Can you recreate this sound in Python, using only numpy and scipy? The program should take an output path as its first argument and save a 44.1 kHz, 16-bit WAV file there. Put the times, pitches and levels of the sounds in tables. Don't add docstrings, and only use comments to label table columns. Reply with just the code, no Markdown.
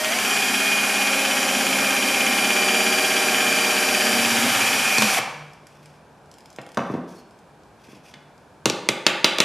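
import sys
import numpy as np
from scipy import signal
from scipy.fft import rfft, irfft, next_fast_len
from scipy.io import wavfile

SR = 44100
rng = np.random.default_rng(int(sys.argv[2]) if len(sys.argv) > 2 else 0)


def int16_out(signal):
    q = np.round(np.clip(np.atleast_2d(signal).T, -1, 1) * 32767)
    wavfile.write(sys.argv[1], SR, q.astype(np.int16))


N = 416304
TIME = np.arange(N) / SR
CONTACTS_PER_TURN = 144
BITE_TURN = .6
BITES_IN_S, DEEPENS_S, FREES_S = [.85, 1.15], [2.3, 2.6], [4.3, 4.8]

# pitch_hz, level_db, t60_s
BENCH_MODES = [(102.6, -8, .09), (205, -3, .07), (252, -2, .07), (305, -1, .06), (350, -3, .06),
               (400, -2, .05), (440, -4, .05), (535, -6, .06)]
# pitch_hz, level_db, t60_s
SHEET_MODES = [(520, 0, .022), (650, 2, .022), (800, 3, .022), (955, 0, .02), (1080, 0, .02),
               (1150, -2, .024), (1260, -1, .018), (1450, -1, .012), (1730, -2, .01), (2100, -5, .008),
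               (2500, -6, .006)]


def from_db(db):
    return 10 ** (np.asarray(db) / 20)


def rms_one(x):
    return x / np.sqrt(np.mean(x ** 2) + 1e-20)


def in_time(rows):
    s, *columns = np.transpose(rows)
    return [np.interp(TIME, s, c) for c in columns]


def at_hz(points, hz):
    table = np.array(points)
    return np.interp(np.log(hz + 0.0011), np.log(table[:, 0]), table[:, 1])


def ramp(span_s):
    return np.clip((TIME - span_s[0]) / (span_s[1] - span_s[0]), 0, 1)


def gate(start_s, length_s, attack_s, release_s):
    end_s = start_s + length_s
    return ramp([start_s, start_s + attack_s]) * (1 - ramp([end_s, end_s + release_s]))


def highpass(order, hz):
    return signal.butter(order, hz, "high", fs=SR, output="sos")


def shaped(x, gain):
    size = next_fast_len(x.shape[-1])
    spectrum = rfft(x, size) * gain(np.fft.rfftfreq(size, 1 / SR))
    return irfft(spectrum, size)[..., :x.shape[-1]]


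def coloured(x, spectrum):
    return rms_one(shaped(x, lambda hz: from_db(at_hz(spectrum, hz))))


def drift(rate_hz, count=1):
    knots_s = np.arange(0, N / SR + 2 / rate_hz, 1 / rate_hz)
    heights = rng.standard_normal((count, len(knots_s)))
    return np.array([np.interp(TIME, knots_s, row) for row in heights]) * np.sqrt(1.5)


def struck(times_s, blow_db, modes, contact_s, free_hz=None, grip_db=0, sign=1):
    spread_db = 1.8
    at, out = np.round(np.asarray(times_s) * SR).astype(int), np.zeros(N)
    luck_db = rng.normal(0, spread_db, (len(at), len(modes)))
    contact = np.hanning(int(contact_s * SR) + 3)[1:-1]
    for k, (hz, level_db, t60_s) in enumerate(modes):
        clicks = np.full(N, 1e-18)
        grip_loss_db = 0 if free_hz is None else grip_db * np.log2(hz / free_hz) ** 2
        clicks[at] = sign ** k * from_db(blow_db + level_db + luck_db[:, k] - grip_loss_db)
        r, w = from_db(-60 / (t60_s * SR)), 2 * np.pi * hz / SR
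        out += signal.lfilter([0, np.sin(w)], [1, -2 * r * np.cos(w), r * r], clicks)
    return np.convolve(out, contact / contact.sum())[:N]


def cracks(times_s, level_db, decay_s, low_hz, high_hz, rise_s=.00002):
    fall, rise = np.exp(-1 / (decay_s * SR)), np.exp(-1 / (rise_s * SR))
    marks = np.zeros(N)
    marks[np.round(np.asarray(times_s) * SR).astype(int)] = from_db(level_db)
    envelope = signal.lfilter([1], [1, -fall], marks + 1e-18)
    envelope = signal.lfilter([1 - rise], [1, -rise], envelope)
    band = signal.butter(2, [low_hz, min(high_hz, .45 * SR)], "band", fs=SR, output="sos")
    return signal.sosfilt(band, envelope * rng.standard_normal(N))


def gear_tones(turns, live, grab):
    # cycles_per_chuck_turn, light_load_db, middle_load_db, heavy_load_db
    orders = [(12, -40, -40, -39), (15, -48, -47, -49), (16, -41, -39, -42), (22, -54, -47, -41),
              (23, -49, -43, -39), (24, -44, -43, -55), (28, -55, -55, -38), (32, -58, -40, -50),
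              (36, -58, -41, -39), (38, -48, -46, -39), (44, -47, -42, -38), (48, -40, -36, -36),
              (68, -52, -42, -44), (96, -43, -41, -38), (100, -45, -45, -45), (104, -50, -46, -42),
              (108, -44, -45, -46), (128, -42, -40, -44), (140, -45, -41, -55), (148, -46, -41, -42),
              (156, -62, -50, -42), (180, -47, -41, -39), (188, -44, -50, -42), (224, -53, -49, -46),
              (240, -48, -44, -46), (280, -46, -50, -55), (284, -48, -46, -44), (288, -45, -43, -37),
              (320, -47, -50, -54), (324, -51, -49, -48), (336, -46, -41, -41), (384, -48, -48, -48),
              (416, -45, -43, -40), (420, -49, -49, -49), (432, -45, -44, -44), (464, -51, -50, -50),
              (496, -54, -52, -50), (512, -49, -50, -51), (576, -46, -48, -51), (608, -49, -47, -46),
              (624, -48, -45, -43), (640, -56, -52, -50), (656, -48, -47, -47), (688, -55, -53, -52),
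              (720, -53, -52, -52), (784, -57, -54, -52), (832, -55, -53, -52)]
    waver_db, throb, low_order = 1.5, .35, 70
    engage_s, release_s, coast_loss_db = [.1, .32], [5.06, 5.13], 12
    slack_s, slack_loss_db = [4.1, 4.4], 7
    strain_order, strain_db = 48, [-32, -32, -25]
    spun_up_s, braking_s = [.14, .27], [5.165, 5.175]
    load = ((ramp(BITES_IN_S) + ramp(DEEPENS_S)) * (1 - ramp(FREES_S)))[:live]
    angle = 2 * np.pi * turns[:live]
    waver = from_db(waver_db * drift(5.0, count=11)[:, :live])
    slack_db = slack_loss_db * ramp(slack_s)[:live]
    start = 2 * np.pi * rng.random((len(orders), 2))
    tones = np.zeros(N)
    for k, (order, *by_load_db) in enumerate(orders):
        low = order < low_order
        level = from_db(np.interp(load, range(3), by_load_db) - slack_db * low) * waver[k % 11]
        throbbing = 1 + throb * low * np.cos(angle + start[k, 1])
        wobble = 0.00063 * order * np.sin(angle + start[k, 1])
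        tones[:live] += level * throbbing * np.sin(order * angle + start[k, 0] + wobble)
    tones *= ramp(engage_s) * from_db(-coast_loss_db * ramp(release_s))
    strain = from_db(strain_db) @ [1 - ramp(spun_up_s), grab, ramp(braking_s)]
    return np.sqrt(2) * (tones + strain * np.sin(2 * np.pi * strain_order * turns))


def mesh_whine(turns, white):
    # time_s, level_db
    whine = [(.2, -36), (.33, -27), (.52, -30.5), (.72, -23), (.9, -30), (1.0, -27), (1.2, -29.5),
             (1.42, -37), (1.7, -31.5), (2.2, -27.5), (2.35, -27.5), (2.6, -26.5), (3.1, -28.5),
             (3.25, -31), (3.45, -27.5), (3.9, -31.5), (4.1, -36), (4.3, -33), (4.45, -39), (4.63, -29.5),
             (4.69, -32), (4.74, -28.5), (4.8, -32), (4.94, -25.5), (5.05, -29), (5.15, -32)]
    flutter, freed_flutter, flutter_top_hz = .24, .35, 220
    bite_swell_db, bite_width_turns = 2.5, 0.07

    def slow(x):
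        return rms_one(shaped(x, lambda hz: (hz > 8) / (1 + (hz / flutter_top_hz) ** 4)))

    angle = 2 * np.pi * CONTACTS_PER_TURN * turns
    depth = flutter + freed_flutter * ramp(FREES_S)
    from_bite_turns = (turns - BITE_TURN - .02 + .5) % 1 - .5
    loaded = ramp(BITES_IN_S) * (1 - ramp(FREES_S))
    swell_db = bite_swell_db * loaded * np.exp(-(from_bite_turns / bite_width_turns) ** 2)
    shaken = (1 + depth * slow(white)) * np.sin(angle) + depth * slow(rng.standard_normal(N)) * np.cos(angle)
    return np.sqrt(2) * from_db(in_time(whine)[0] + swell_db) * shaken


def tooth_noise(turns):
    # pitch_hz, share
    repeats = [(100, 0.35), (400, 0.3), (1500, 0.2), (3000, .35), (8000, 0.15), (14000, 0.05)]
    size, renewal_turns = 2700, 7.025
    patterns = rng.standard_normal((40, size))
    slot, age = (turns % 1 * size).astype(int), turns / renewal_turns
    older, blend = age.astype(int) % 39, age % 1 * np.pi / 2
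    teeth = np.cos(blend) * patterns[older, slot] + np.sin(blend) * patterns[older + 1, slot]

    def share(hz):
        return np.clip(at_hz(repeats, hz), 0, 1)

    repeating = shaped(teeth, lambda hz: np.sqrt(share(hz)))
    return repeating + shaped(rng.standard_normal(N), lambda hz: np.sqrt(1 - share(hz)))


def body_noise(white):
    # time_s, body_db, rumble_re_body_db (grows with the push on the bit)
    running_levels = [(0, -29, -9), (.25, -27.5, -13), (1.1, -28, -12), (1.7, -27.5, -8.5), (3.6, -27, -11),
                      (4.5, -25.5, -7), (4.85, -26.5, -14.5), (5.19, -25.5, -28)]
    # pitch_hz, level_db_per_hz
    housing = [(35, -71), (60, -100), (227, -12), (315, -20), (607, -13), (968, -12.5), (1660, -11),
               (2000, -14.5), (2350, -5.5), (2710, -13), (4030, -15), (4750, -10.5), (12100, -13),
               (14600, -20.5), (16000, -50)]
    # pitch_hz, width_hz, gain_db
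    housing_peaks = [(770, 77, 6.5), (1790, 270, 2), (3180, 160, 6), (4770, 270, 4.5), (5670, 170, 8),
                     (6230, 280, 3), (7120, 360, 3.5), (9900, 3000, 2.5)]
    fan_hiss_db = -3
    body_db, rumble_db = in_time(running_levels)

    def peaks(hz):
        return from_db(sum(db / (1 + (2 * (hz - centre) / width) ** 2) for centre, width, db in housing_peaks))

    noise = coloured(shaped(white, peaks), housing)
    rumble = shaped(noise, lambda hz: 1 / (1 + (hz / 400) ** 6))
    hiss = shaped(noise, lambda hz: 1 / (1 + (4000 / (hz + 1)) ** 6))
    body = rms_one(noise - rumble - hiss)
    mix = body + from_db(rumble_db) * rms_one(rumble) + from_db(fan_hiss_db) * rms_one(hiss)
    return from_db(body_db) * mix


def bit_bites(turns, white, running, live, grab):
    # pitch_hz, level_db, t60_s
    work = [(108, -8.5, 0.13), (250, -13, 0.02), (1700, 7, 0.011), (2500, 14, 0.02), (3300, 5, 0.009),
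            (4390, 6, 0.0088), (6480, 10, 0.015)]
    base_db, spread_db, grab_gain_db, grab_lurch_db = -30, 0.5, 0.5, -21
    cut_ends_s, idle_loss_db = [4.72, 4.9], 9
    chatter_db, chatter_turn, chatter_peaking = 1, .7, 2.0
    bite_db = base_db + grab_gain_db * grab - idle_loss_db * ramp(cut_ends_s) + spread_db * drift(9.0)[0]
    at = np.flatnonzero(np.diff((turns[:live] - BITE_TURN) // 1))
    bites = struck(at / SR, bite_db[at], work, .00005)
    lurch_db = grab_lurch_db + 20 * np.log10(grab[at] + 1e-9)
    lurches = struck(at / SR, lurch_db, BENCH_MODES[:1], 0.0016)

    def wall(hz):
        return 1 / (1 + ((hz - 3120) / 330) ** 4) + 0.41 / (1 + ((hz - 2000) / 600) ** 4)

    swell = np.exp(chatter_peaking * (np.cos(2 * np.pi * (turns - chatter_turn)) - 1))
    chatter = rms_one(shaped(white, wall)) * swell
    return bites + running * from_db(bite_db + chatter_db) * chatter, lurches


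def drill():
    # time_s, first_gear_contacts_per_s
    speed = [(0, 1850), (.09, 1890), (.17, 2250), (.25, 2440), (.5, 2445), (1.1, 2438), (1.85, 2411),
             (2.6, 2398), (3.2, 2399), (3.8, 2389), (4.64, 2388), (4.74, 2428), (5.0, 2445), (5.165, 2450),
             (5.2, 1500)]
    stop_s, brake_s = 5.198, .012
    grab_s, grab_width_s = 4.45, 0.34
    grab = np.exp(-((TIME - grab_s) / grab_width_s) ** 2)
    turns = np.cumsum(in_time(speed)[0]) / SR / CONTACTS_PER_TURN
    running = np.clip((stop_s - TIME) / brake_s, 0, 1)
    live = int(stop_s * SR) + 1
    white = tooth_noise(turns)
    tones = running * (gear_tones(turns, live, grab) + mesh_whine(turns, white))
    bites, lurches = bit_bites(turns, white, running, live, grab)
    return tones, running * body_noise(white) + lurches, bites


def hum():
    # time_s, level_db
    hum_level = [(0, -54.5), (5.2, -54), (5.4, -52), (6.4, -63), (9.44, -62)]
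    centre_hz, width_hz = 148.3, 4.9
    narrow = shaped(rng.standard_normal(N), lambda hz: 1 / (1 + (2 * (hz - centre_hz) / width_hz) ** 2))
    return from_db(in_time(hum_level)[0]) * rms_one(narrow)


def room_air():
    # pitch_hz, level_db_per_hz
    air_spectrum = [(15, -33), (25, -2), (76, -2.5), (170, 0.5), (344, -3), (887, -2.5), (1230, -10),
                    (1560, -9), (2110, -21), (2350, -15.5), (2760, -21), (10400, -31.5), (16000, -46)]
    air_db = -51
    return from_db(air_db) * coloured(rng.standard_normal((2, N)), air_spectrum)


def groans():
    # start_s, length_s, pitch_hz, level_db
    groan_rows = [(4.383, 0.078, 246, -32), (4.982, 0.057, 206.3, -25), (6.94, 0.026, 242.3, -36)]
    edge_s = 0.022
    waver, out = 1 + 0.0316 * drift(30)[0], 0
    for s, length_s, hz, db in groan_rows:
        tone = np.sin(2 * np.pi * np.cumsum(hz * waver) / SR)
        out = out + from_db(db) * np.sqrt(2) * gate(s, length_s, edge_s, 3 * edge_s) * tone
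    return out


def thuds():
    # start_s, bench_db, sheet_and_casing_db, crack_db, crack_top_hz, sheet_freest_pitch_hz
    blows = [(4.982, -22, -30, -5, 7500, 1000), (5.021, -37, -22.5, -4, 8000, 905),
             (5.178, -49, -37, -36, 5300, 650), (5.188, -50, -24, -37, 5300, 1320),
             (6.586, -47, -33, -26.5, 3500, 1220), (6.772, -25, -23.5, -18.5, 5600, 980),
             (6.777, -28, -26.5, -40, 3000, 1000), (6.781, -24, -29, -40, 3000, 1090),
             (6.793, -29, -25, -31, 3000, 1350), (6.899, -24, -37, -46, 3000, 1100),
             (6.938, -22.5, -42, -33, 4000, 600), (6.95, -23, -36.5, -50, 3000, 600),
             (6.978, -30, -44, -46, 3000, 800), (7.886, -43, -60, -60, 3000, 900),
             (7.93, -43, -60, -59, 3000, 900), (8.139, -47, -55, -25, 4050, 900)]
    grip_db, rattle_s, rattle_loss_db = 6, 0.017, 21
    s, bench_db, sheet_db, _, _, free_hz = np.transpose(blows)
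    sharp = sum(cracks([at], db, 0.0035, 1260, top_hz, rise_s=0.00064) for at, _, _, db, top_hz, _ in blows)
    late = rng.random((len(s), 4)) * [0, 1, 1, 1]
    touch_s = (s[:, None] + rattle_s * late).ravel()
    touch_db = (sheet_db[:, None] - rattle_loss_db * late).ravel()
    rattle = struck(touch_s, touch_db, SHEET_MODES, 0.00031, np.repeat(free_hz, 4), grip_db)
    return struck(s, bench_db, BENCH_MODES, 0.002) + rattle + sharp


def ticks():
    # start_s, level_db
    tick_rows = [(5.534, -37.5), (5.669, -33), (5.7543, -48), (5.8296, -46), (5.858, -36), (6.259, -48),
                 (6.3145, -35), (6.34, -37), (6.3843, -36), (6.4063, -41), (6.458, -35), (6.5024, -37),
                 (6.5287, -37), (6.562, -34), (6.6154, -34), (6.6645, -35), (6.69, -38), (6.718, -36),
                 (6.746, -31), (7.3094, -45), (7.3894, -43.5), (7.635, -47), (8.379, -45)]
    # pitch_hz, level_db, t60_s
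    loose_modes = [(2370, -17, 0.012), (3230, -15, 0.014), (5100, -7.5, 0.0097), (7200, -17, 0.0037),
                   (10500, -23, .003)]
    crack_db = -6.5
    s, level_db = np.transpose(tick_rows)
    return struck(s, level_db, loose_modes, .00003) + cracks(s, level_db + crack_db, 0.0034, 2300, 9500)


def gloves():
    # pitch_hz, level_db_per_hz
    fabric_spectrum = [(1470, -10), (2500, 1), (3110, -9), (3320, -1), (3830, -14), (4390, -8.5),
                       (4870, -6), (5900, -6.5), (6880, -13), (11100, -16.5), (15000, -27)]
    # start_s, length_s, level_db, lowest_hz
    strokes = [(5.667, 0.3, -62.5, 1000), (6.776, 0.194, -56.5, 1000), (7.072, 0.13, -55, 3800),
               (7.786, 0.047, -64, 1000), (7.833, 0.13, -56.5, 1500), (8.032, 0.081, -54.5, 1500)]
    attack_s, release_s = 0.0069, 0.025
    grains = rng.standard_normal(N) * from_db(3.0 * drift(140)[0])
    fabric, out = coloured(grains, fabric_spectrum), 0
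    for s, length_s, db, low_hz in strokes:
        stroke = signal.sosfilt(highpass(2, low_hz), fabric)
        out = out + from_db(db) * gate(s, length_s, attack_s, release_s) * stroke
    return out


def squeak():
    centre_s, length_s, pitch_hz, level_db = 7.185, .05, 4350, -57
    phase = 2 * np.pi * np.cumsum(pitch_hz * (1 + 0.011 * drift(60)[0])) / SR
    return from_db(level_db) * np.exp(-((TIME - centre_s) / length_s * 2) ** 2) * np.sin(phase)


def raps():
    # start_s, board_db, bench_db, sheet_db, hard_edge_db, freest_pitch_in_grip_hz
    rap_rows = [(8.657, -9, -15.5, -22, 5, 3860), (8.6991, -16, -34, -28, -17, 4870),
                (8.8887, -7, -21.5, -24.5, 4.5, 3540), (9.0656, -2.5, -24.5, -22, 1.5, 3155),
                (9.2443, -2.5, -25.5, -23, 4.5, 3430), (9.3853, -16, -38, -25, -15, 3500),
                (9.4029, -3.5, -24, -25, 9, 2970)]
    # pitch_hz, level_db, t60_s
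    board_modes = [(1830, -2, .008), (2230, -3, .006), (2650, -4, .005), (3180, -4, .006), (3600, -2, .006),
                   (4300, -3, .005), (4750, -4, .006), (5200, -3, .006), (5700, -3, .005)]
    # pitch_hz, level_db, t60_s
    edge_modes = [(6500, 0, .0015), (8200, -2, .0012), (10500, -5, .001)]
    board_grip_db, bench_grip_db, bench_free_hz = 20, 8, 390
    clatter_db, slap_db, slap_t60_s = 6.5, 13, .0012
    bench_lag_s, sheet_lag_s, sheet_contact_s = .004, .003, .0004
    s, board_db, bench_db, sheet_db, edge_db, free_hz = np.transpose(rap_rows)
    board = struck(s, board_db, board_modes, .00003, free_hz, board_grip_db, sign=-1.07)
    edge = struck(s, edge_db, edge_modes, .00003)
    bench = struck(s + bench_lag_s, bench_db, BENCH_MODES, 0.0018, bench_free_hz, bench_grip_db)
    sheet = struck(s + sheet_lag_s, sheet_db, SHEET_MODES, sheet_contact_s)
    slap = sum(struck([at], db + slap_db, [(hz, 0, slap_t60_s)], .00003)
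               for at, db, hz in zip(s, board_db, free_hz))
    return slap + bench + sheet, board + edge + cracks(s, board_db + clatter_db, 0.0037, 2100, 5040)


def workshop(x):
    # pitch_hz, t60_s
    room_t60 = [(100, 0.48), (300, 0.69), (800, 0.94), (2000, 0.71), (5000, 0.3), (9000, 0.16),
                (14000, 0.15)]
    onset_s = 0.0034
    edges_hz = 25 * 2 ** np.arange(0, 9.6, .5)
    t, tail = TIME[:SR], 0
    white = rng.standard_normal((2, SR))
    for low, high in zip(edges_hz, edges_hz[1:]):
        band = signal.sosfilt(signal.butter(1, [low, high], "band", fs=SR, output="sos"), white)
        tail = tail + band * from_db(-60 * t / at_hz(room_t60, np.sqrt(low * high)))
    tail = tail * np.clip(t / onset_s - .5, 0, 1)
    tail = tail / np.sqrt(np.sum(tail ** 2, axis=1, keepdims=True))
    return signal.fftconvolve(x[None], tail, axes=1)[:, :N]


def scene():
    # pitch_hz, gain_db
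    width = [(60, -24), (120, -37), (240, -66), (480, -19), (950, -45), (1890, -17.5), (3770, -16),
             (5500, -20.5), (8000, -5), (15000, -23.5)]
    # pitch_hz, side_minus_mid_db
    air_width = [(30, -16), (120, -19), (280, -13.5), (600, -14), (1500, -12), (6000, -7), (11000, -23.5),
                 (15000, -29)]
    bass_cut_hz, room_db = 123, -5.5
    tones_in_room_db, close_in_room_db = -22, -11
    tones, noise, bites = drill()
    rings, clatter = raps()
    spread = noise + thuds() + rings + ticks() + gloves() + squeak()
    close = groans() + bites + clatter
    spread, close, tones = signal.sosfilt(highpass(8, bass_cut_hz), [spread, close, tones])
    to_room = spread + from_db(close_in_room_db) * close + from_db(tones_in_room_db) * tones
    echo, side_echo = workshop(to_room)
    close = close + tones
    air = room_air()
    mid = spread + close + from_db(room_db) * echo + air[0] + hum()
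    arrival_gap = np.gradient(close) * 1.1
    side = shaped(from_db(room_db) * side_echo + arrival_gap, lambda hz: from_db(at_hz(width, hz)))
    side = side + shaped(air[1], lambda hz: from_db(at_hz(air_width, hz)))
    return np.array([mid + side, mid - side])


def record(dry):
    low_cut_hz, top_cut_hz = 60, 16400
    rounded = dry / (1 + dry ** 6) ** (1 / 6)
    rounded = signal.sosfilt(highpass(3, low_cut_hz), rounded)
    return signal.sosfilt(signal.cheby2(12, 70, top_cut_hz, fs=SR, output="sos"), rounded)


dry = scene()
out = record(dry)
int16_out(out)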